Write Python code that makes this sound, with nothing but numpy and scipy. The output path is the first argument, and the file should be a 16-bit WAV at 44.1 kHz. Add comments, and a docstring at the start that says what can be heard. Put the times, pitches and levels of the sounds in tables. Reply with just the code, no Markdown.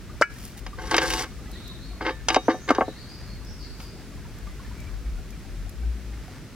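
"""Outdoors at a wooden table, beside a dish of sauce: a utensil clacks down (damped modes and a noise crack),
then a tin grater is dragged, knocks and ticks (slips and short contacts ringing its modes).
Small birds sing far off among trees (gliding whistles, mostly echo) over a soft hush, dry rustles,
faint watery blips and a low rumble with booms. A limiter dips the whole mix briefly after its highest peaks.
"""
import sys
import numpy as np
from scipy import signal
from scipy.fft import rfft, irfft, next_fast_len
from scipy.io import wavfile
from scipy.ndimage import uniform_filter1d, minimum_filter1d, map_coordinates

SR = 44100
rng = np.random.default_rng(int(sys.argv[2]) if len(sys.argv) > 2 else 0)


def persist_wave(psi):
    """Save psi, clipped to +-1, as 16-bit WAV."""
    counts = np.round(np.clip(psi, -1, 1) * 32767).astype(np.int16)
    wavfile.write(sys.argv[1], SR, np.atleast_2d(counts).T)


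N = 288836  # samples


def amp(db):
    """Decibels to gain."""
    return 10 ** (np.asarray(db) / 20)


def unit(x):
    """Scale to rms 1."""
    return x / np.sqrt(np.mean(x ** 2) + 1e-20)


def along(points, hz):
    """Read (Hz, value) points on a log frequency axis."""
    point_hz, value = np.transpose(points)
    return np.interp(np.log(hz + 1), np.log(point_hz + 1), value)


def wobble(knots_per_s):
    """Smooth random curve through normal-distributed knots."""
    knots = rng.standard_normal(int(N * knots_per_s / SR) + 4)
    return map_coordinates(knots, [np.arange(N) * knots_per_s / SR])


def filtered(x, response):
    """Multiply the spectrum of x by response(hz)."""
    n = x.shape[-1]
    padded = next_fast_len(n + SR // 10)
    spectrum = rfft(x, padded) * response(np.fft.rfftfreq(padded, 1 / SR))
    return irfft(spectrum, padded)[..., :n]


def coloured(x, spectrum):
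    """Shape x by a (Hz, dB) spectrum, at rms 1."""
    return unit(filtered(x, lambda hz: amp(along(spectrum, hz))))


def cut(x, hz, kind, order):
    """Causal low-pass or high-pass."""
    corner_hz = min(hz, SR / 2 - SR / 20)
    return signal.sosfilt(signal.butter(order, corner_hz, kind, fs=SR, output="sos"), x)


def fade(t, t60):
    """Exponential decay, 60 dB in t60 seconds."""
    return np.exp(-np.log(1000) * t / t60)


def add(track, s, sound):
    """Mix a sound into a track from time s."""
    part = track[max(round(s * SR), 0):][:len(sound)]
    part += sound[:len(part)]


def ring(modes, t, strengths=1):
    """Sum of damped sine modes, each at its own strength."""
    hz, db, t60 = np.transpose(modes)[:, :, None]
    return (strengths * amp(db) * np.sin(2 * np.pi * hz * t) * fade(t, t60)).sum(0)


def grains(rate_per_s):
    """Tiny slips at random moments and of uneven size."""
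    happens = rng.random(N) < rate_per_s / SR
    return happens * rng.standard_normal(N) * amp(2 * rng.standard_normal(N))


def swells(rows):
    """Gain of bell-shaped swells from (crest_s, half_width_s, level_db) rows."""
    t = np.arange(N) / SR
    return sum(amp(db) * np.exp(-((t - s) / width) ** 2) for s, width, db in rows)


def rush(spectrum, alike):
    """Stereo noise of rms 1; the mid-side balance sets the likeness of the sides."""
    def turn(hz):
        return np.arccos(np.clip(along(alike, hz), -1, 1)) / 2

    def mid_side(hz):
        return amp(along(spectrum, hz)) * [np.cos(turn(hz)), np.sin(turn(hz))]

    mid, side = filtered(rng.standard_normal((2, N)), mid_side)
    return unit(np.array([mid + side, mid - side]))


# hush spectrum: hz, relative level_db
AIR_SPECTRUM = [(59, -18), (100, -1), (244, -6.5), (295, -9), (389, -12), (524, -18.5), (648, -19.5),
                (691, -22), (910, -25.5), (1390, -22.5), (2130, -24), (2420, -24.5), (3190, -27.5),
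                (5300, -28), (16000, -40)]
# left-right likeness of the hush: hz, correlation (-1 to 1)
AIR_LIKENESS = [(60, 0.99), (130, 0.93), (290, 0.95), (640, 0.87), (1410, 0.94), (3100, 0.61), (6820, 0.1),
                (15000, -0.28)]
HUSH_DB = -43.5


def air():
    """Hush of the woods: shaped stereo noise with a slight level waver."""
    return amp(HUSH_DB + 0.39 * wobble(5.2)) * rush(AIR_SPECTRUM, AIR_LIKENESS)


# rumble spectrum: hz, relative level_db
RUMBLE_SPECTRUM = [(20, -45), (26, -20), (31, -3), (38, -7), (47, 6), (57, 1), (72, -4), (100, -10),
                   (140, -16), (220, -24.5), (400, -56)]
# booms of the microphone support: crest_s, half_width_s, pitch_hz, level_db (before the left-right tilt)
SUPPORT_BOOMS = [(2.1, 0.27, 53.6, -36), (5.085, 0.041, 53.6, -25), (5.16, 0.056, 41.1, -26.5),
                 (5.6, 0.12, 43.7, -32.5), (5.88, 0.083, 57.7, -21), (6.13, 0.12, 55.74, -32.5)]


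def rumble():
    """Low wavering noise; the microphone support booms in bell-shaped sine swells."""
    t = np.arange(N) / SR
    boom = np.zeros(N)
    for crest_s, half_width_s, hz, db in SUPPORT_BOOMS:
        tone = np.sin(2 * np.pi * (hz * t + rng.random()))
        boom += swells([(crest_s, half_width_s, db)]) * tone
    bed = amp(-40.0 + 2.7 * wobble(3.5)) * rush(RUMBLE_SPECTRUM, [(30, 0.072), (60, 0.27), (120, 0.99)])
    return amp([[1.5], [-1.5]]) * (bed + boom)  # louder at left


# rustle spectrum: hz, relative level_db
LEAF_SPECTRUM = [(400, -13.5), (750, 0), (1250, 0.5), (2200, -0.5), (2700, -11.5), (5000, -7), (10000, -24)]
# leaves and sleeves: crest_s, half_width_s, level_db
RUSTLE_SWELLS = [(3.15, 0.44, -60), (4.7, 0.38, -61), (6.32, 0.084, -57)]
LEAVES_DB = -62  # steady stir under the swells


def rustle():
    """Leaves and sleeves: soft clumps of dry grains."""
    level = amp(LEAVES_DB) + swells(RUSTLE_SWELLS)
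    clumps = unit(amp(2.2 * wobble(25)))
    return level * clumps * coloured(grains(rate_per_s=1000), LEAF_SPECTRUM)


# clear watery blips: start_s, start_hz, level_db (before the onset and fade)
CLEAR_BLIPS = [(.095, 1210, -39), (0.73, 1167, -33.5), (1.389, 1190, -43.5), (1.48, 1250, -46),
               (1.555, 1910, -40), (4.471, 1170, -36), (4.597, 1087, -38.5), (4.648, 1750, -41),
               (4.711, 970, -42), (6.13, 800, -44), (6.28, 726, -39)]


def blips():
    """Watery blips: short sines of rising pitch, a few clear ones over 150 faint ones."""
    out, t = np.zeros(N), np.arange(SR // 10) / SR
    faint = [(a * N / SR, 600 * 4 ** b, -53 + 10 * c) for a, b, c in rng.random(size=(150, 3))]
    envelope = fade(t, .07) * (1 - np.exp(-t / .002))
    for s, hz, db in CLEAR_BLIPS + faint:
        add(out, s, amp(db) * np.sin(2 * np.pi * hz * t * (1 + .6 * t)) * envelope)
    return out


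# utensil landing, then its metal end striking: start_s, peak_db (before placing)
CLACK_HITS = [(.2124, -6.5), (.2224, 3.5)]
# ring of the utensil: mode_hz, relative level_db, t60_s
UTENSIL_MODES = [(1377, 0.5, 0.05), (1430, -7.5, 0.079), (1550, 18, 0.011), (1670, -17.5, 0.2),
                 (1820, -10, 0.048), (2050, 0, 0.028), (2280, -11.5, 0.12), (2520, -33, 0.25),
                 (2920, -15, 0.056), (4880, -27, 0.062), (5630, -7, 0.015)]
# crack of the landing: hz, relative level_db
LANDING_SPECTRUM = [(300, -17), (1300, 17.5), (2000, -17), (3200, -16), (4400, 1.5), (5700, 2), (6500, -5),
                    (8000, -4), (15000, -35)]
# board under the utensil: mode_hz, relative level_db, t60_s
BOARD_MODES = [(370, -10, 0.065), (504, -0.5, 0.032), (586, 4.5, 0.034), (950, -7, 0.048),
               (1334, -6, 0.046)]


def clack():
    """Dull landing rings the board's modes, then the metal end rings its own."""
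    out, t = np.zeros(N), np.arange(SR // 3) / SR
    (land_s, land_db), (hit_s, hit_db) = CLACK_HITS
    crack = coloured(rng.standard_normal(len(t)), LANDING_SPECTRUM) * fade(t, 0.085)
    wood = ring(BOARD_MODES, t) * (1 - np.exp(-t / 0.0015)) + 0.29 * crack
    metal = ring(UTENSIL_MODES, t) * (1 - np.exp(-t / 0.0022))
    metal += 0.035 * rng.standard_normal(len(t)) * fade(t, 0.0094)
    add(out, land_s, amp(land_db) * wood / abs(wood).max())
    add(out, hit_s, amp(hit_db) * metal / abs(metal).max())
    return out


# handling ticks: start_s, peak_db (before placing)
HANDLING_TICKS = [(0.4522, -26.5), (1.515, -34.5), (1.6783, -31.5), (3.4486, -38), (4.385, -38),
                  (4.803, -36), (5.3056, -35.5), (5.694, -29.5)]
# tick spectrum: hz, relative level_db
TICK_SPECTRUM = [(1500, -25), (5000, 4), (9000, 2), (14000, 4), (16000, -18)]
# fingers brushing: crest_s, half_width_s, level_db (before placing)
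FINGER_BRUSHES = [(.43, .1, -47.5), (.584, 0.011, -44.5), (3.82, 0.048, -51.5)]


def handling():
    """Fingers tick (noise bursts) and brush (swelling grains) on dry things."""
    out, t = np.zeros(N), np.arange(SR // 20) / SR
    for s, db in HANDLING_TICKS:
        tick = coloured(rng.standard_normal(len(t)), TICK_SPECTRUM) * fade(t, 0.0083)
        add(out, s, amp(db) * tick / abs(tick).max())
    skin = coloured(grains(rate_per_s=1900), [(800, 1), (2500, 1.0), (7000, 0.5), (16000, -6)])
    return out + swells(FINGER_BRUSHES) * skin


def stroke(s, length_s, attack_s, sag_db_per_s, release_t60_s):
    """Gain of one push: rises, sags while it lasts, dies away."""
    t = np.arange(N) / SR - s
    sag = amp(-sag_db_per_s * np.clip(t, 0, length_s))
    return np.clip(t / attack_s, 0, 1) * sag * fade(np.maximum(t - length_s, 0), release_t60_s)


# drags of the grater's edge: start_s, length_s, relative grind_db, relative rasp_db
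EDGE_SCRAPES = [(0.771, 0.16, -36.5, -40.5), (0.902, 0.34, -24, -30), (1.998, 0.038, -32.5, -56),
                (2.042, 0.055, -21, -57), (2.29, 0.052, -27, -29.5), (2.486, 0.028, -23.5, -36),
                (2.676, 0.036, -20, -20.5), (2.739, 0.034, -28, -62)]
# the hand bears down quickly, then eases off
GRIND_ATTACK_S, GRIND_SAG_DB_PER_S, GRIND_RELEASE_T60_S = 0.019, 25.5, 0.081


def pressure():
    """How hard the edge bears on the table, as the gain of its grinding."""
    shape = GRIND_ATTACK_S, GRIND_SAG_DB_PER_S, GRIND_RELEASE_T60_S
    return sum(amp(db) * stroke(s, length_s, *shape) for s, length_s, db, _ in EDGE_SCRAPES)


# grater lying on the table: mode_hz, relative level_db, t60_s (before grip damping)
GRATER_MODES = [(274, 6, 0.047), (328.3, -2.5, 0.13), (431, -6.5, 0.11), (523.2, -2, .1), (637, 0, 0.021),
                (746.5, 0.5, 0.11), (888, -2, 0.071), (1107, .5, 0.068), (1189, -4.5, .15),
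                (1290, -5, 0.064), (1579, 4, 0.047), (1690, -0.5, 0.049), (1770, -20, 0.75),
                (2000, 10, 0.0083), (2120, 4.5, 0.047), (2263, -8, 0.16), (2583, -3.5, 0.099),
                (2866, -4.5, 0.12), (3130, -3.5, 0.088), (3775, -8.5, .3), (4590, 2.5, 0.024),
                (4950, 7.5, 0.031), (5800, 7.5, 0.019), (6140, 10, 0.027)]
# knocks on the wood: start_s, relative level_db, contact_ms
WOOD_KNOCKS = [(0.664, -35.5, 0.24), (.9113, -25, 0.11), (.9425, -16, 0.31), (.9652, -22, 0.066),
               (.98, -15, 0.23), (1.017, -27, 0.26), (1.102, -26.5, 0.041), (1.136, -26, 0.039),
               (1.193, -31, 0.033), (1.243, -36.5, 0.33), (2.008, -30, 0.66), (2.065, -28, 0.36),
               (2.092, -29, 0.42), (2.285, -17, 0.16), (2.3021, -20.5, 0.26), (2.3444, -19.5, 0.19),
               (2.36, -23.5, 0.24), (2.3641, -12, 1.1), (2.4817, -13, 1.04), (2.498, -32, 0.45),
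               (2.542, -30, 1.66), (2.6901, -27, 0.31), (2.704, -11.5, 0.97), (2.706, -28.5, 0.18),
               (2.7113, -14, 1.03), (2.7487, -30, 0.23), (2.783, -16, 1.22), (2.8082, -16.5, .75),
               (2.817, -20, 0.95), (2.8796, -28.5, 1.85), (3.801, -42, 0.22)]
FREE_T60_S, PRESSED_T60_S = 0.88, 0.022  # extra grip damping: held loosely, pressed hardest


def knocks():
    """Short contacts ring the tin brightly; long ones thud in the table."""
    out, t = np.zeros(N), np.arange(SR // 3) / SR
    press = pressure()
    for s, db, contact_ms in WOOD_KNOCKS:
        press_share = press[round(s * SR)] / press.max()
        grip_t60_s = FREE_T60_S * (PRESSED_T60_S / FREE_T60_S) ** (press_share ** 2)
        board = rng.standard_normal(len(t)) * fade(t, 0.032)  # noise for crowded modes
        board = 7.4 * cut(board, 1850, "low", order=1)
        # each spot favours other modes
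        mode_shape = (len(GRATER_MODES), 1)
        spot = rng.choice([-1, 1], mode_shape) * amp(2 * rng.standard_normal(mode_shape))
        blow = (ring(GRATER_MODES, t, spot) * .5 + board) * fade(t, grip_t60_s)
        blow = cut(blow * (1 - np.exp(-t / 0.00077)), 1250 / contact_ms, "low", order=4)
        blow = cut(blow, 600 / contact_ms + 5500, "low", order=3)  # wood gives way, blunts the contact
        blow = cut(blow, 210 + 45 / contact_ms, "high", order=4)  # a light touch barely moves the table
        # short, hard contacts click most
        tick = cut(rng.standard_normal(len(t)), 7900, "low", order=3) * fade(t, 0.012)
        tick *= amp(10.5 - 66 * contact_ms)
        add(out, s, amp(db) * (blow / np.std(blow[:SR // 100]) + tick))
    return out


# grind spectrum: hz, relative level_db
GRIND_SPECTRUM = [(150, -33), (230, -29), (330, 0.5), (530, -2), (640, -21.5), (830, 1), (1200, -7),
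                  (1400, -6.5), (1620, -3), (2500, -16), (4500, -16), (7000, -39), (12000, -61)]
# rasp spectrum: hz, relative level_db
RASP_SPECTRUM = [(1500, -11), (2800, -0.5), (5000, -1.5), (7000, 1), (10000, -9.5), (14500, -16),
                 (16000, -27)]
# the teeth bite as the edge gathers speed
RASP_ATTACK_S, RASP_SAG_DB_PER_S, RASP_RELEASE_T60_S = 0.22, 19.5, 0.028
TEETH_RING_DB = -3  # tin ring relative to the teeth


def drag():
    """The edge slips over the wood grain: slips ring the body, grit grinds, teeth rasp."""
    grind = pressure()
    rasp_shape = RASP_ATTACK_S, RASP_SAG_DB_PER_S, RASP_RELEASE_T60_S
    rasp = sum(amp(db) * stroke(s, length_s, *rasp_shape) for s, length_s, _, db in EDGE_SCRAPES)
    catch = unit(amp(1.85 * wobble(120)))  # the edge catches and frees itself
    body = ring(GRATER_MODES, np.arange(SR // 3) / SR)
    slips = coloured(grains(rate_per_s=1400), GRIND_SPECTRUM)
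    steady_ring = signal.fftconvolve(slips, body)[:N]
    tin = signal.fftconvolve(slips * grind * catch, body)[:N] / np.std(steady_ring)
    grit = grind * catch * coloured(grains(rate_per_s=550), GRIND_SPECTRUM)
    grit = cut(grit, 1350, "high", order=3)
    bite = unit(amp(1.44 * wobble(110)))
    teeth = rasp * bite * coloured(grains(rate_per_s=1400), RASP_SPECTRUM)
    sing = signal.fftconvolve(teeth, body)[:N]
    sing *= amp(TEETH_RING_DB) * np.std(teeth) / np.std(sing)
    return amp(-1.0) * tin + amp(-7.5) * grit + teeth + sing


# bird notes: start_s, start_hz, glide_octaves_per_s, relative level_db
BIRD_NOTES = [(1.505, 4384, -4.5, -49.5), (1.62, 3750, 0.5, -48), (1.789, 4180, 0.5, -52.5),
              (2.42, 5720, 1.5, -52.5), (2.59, 6070, 2, -55), (2.83, 3850, 0.5, -52),
              (2.945, 4070, 2.4, -51), (3.068, 4480, 2, -50), (3.25, 4290, 0.5, -56), (3.44, 5300, 1, -51),
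              (3.586, 4750, -1.1, -48), (3.78, 4670, 1, -53.5), (4.351, 1710, -0.5, -56),
              (4.46, 2080, -0.8, -58), (4.75, 2366, -0.5, -55.5)]
NOTE_S, TRILL = 0.094, .065  # note length; waver as a share of the pitch


def bird():
    """Gliding whistles: a nearly clean core and a quick, uneven trill around it."""
    out, t = np.zeros(N), np.arange(round(NOTE_S * SR)) / SR
    waver = wobble(500)
    for s, start_hz, glide, db in BIRD_NOTES:
        hz = start_hz * 2 ** (glide * t)
        trill = TRILL * waver[round(s * SR):][:len(t)]
        cycles = np.cumsum([hz * (1 + trill / 10), hz * (1 + trill)], axis=1) / SR
        core, buzz = np.sin(2 * np.pi * cycles)
        add(out, s, amp(db) * np.sqrt(np.hanning(len(t))) * (core + buzz) / np.sqrt(2))
    return out


# echo decay among the trees: hz, t60_s
TREE_DECAY = [(300, 0.17), (2000, 0.36), (5000, 1), (12000, 0.72)]


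def trees(x):
    """Trunks scatter a thin echo: decaying noise, different on each side."""
    hz, t, noise = signal.stft(rng.standard_normal((2, SR)), SR, nperseg=256)
    decay = fade(t, along(TREE_DECAY, hz)[:, None])
    tail = signal.istft(noise * decay, SR, nperseg=256)[1]
    return signal.fftconvolve(x[None], tail / np.linalg.norm(tail[0]), axes=1)[:, :N]


def placed(x, lag_ms, pan_db):
    """Positive lag delays the left, positive pan lifts it; dish and table scatter the treble."""
    side = np.array([[1], [-1]]) / 2  # left, right
    lag_s = side * lag_ms / 10 ** 3
    direct = amp(side * pan_db) * filtered(x, lambda hz: np.exp(-2j * np.pi * hz * lag_s))
    t = np.arange(SR // 100) / SR
    echoes = rng.standard_normal((2, len(t))) * fade(t, 0.029)
    echoes = cut(echoes / np.linalg.norm(echoes[0]), 6200, "high", order=2)
    return direct + signal.fftconvolve(x[None], echoes, axes=1)[:, :N]


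def scene():
    """Near, dry work at the table; the birds are mostly echo."""
    table = knocks() + drag() + handling()
    utensil, song = clack(), bird()
    near = placed(table, lag_ms=0.049, pan_db=1.0) + placed(utensil, lag_ms=0.02, pan_db=1.0)
    echo = amp(-21.0) * trees(table + utensil)
    birds = amp(6.5) * (song / 2 + trees(song))
    return near + echo + birds + blips() + rustle() + air() + rumble()


TOP_HZ = 16000


def record(dry):
    """A limiter holds the gain down for 75 ms after each peak; then a band limit at TOP_HZ."""
    need = np.minimum(1, .72 / (abs(dry).max(0) + 1e-9))
    hold = 2 * round(.075 * SR / 2) + 1  # samples
    gain = uniform_filter1d(minimum_filter1d(need, hold, origin=hold // 2), size=12)
    return filtered(dry * gain, lambda hz: hz < TOP_HZ)


dry = scene()
out = record(dry)
persist_wave(out)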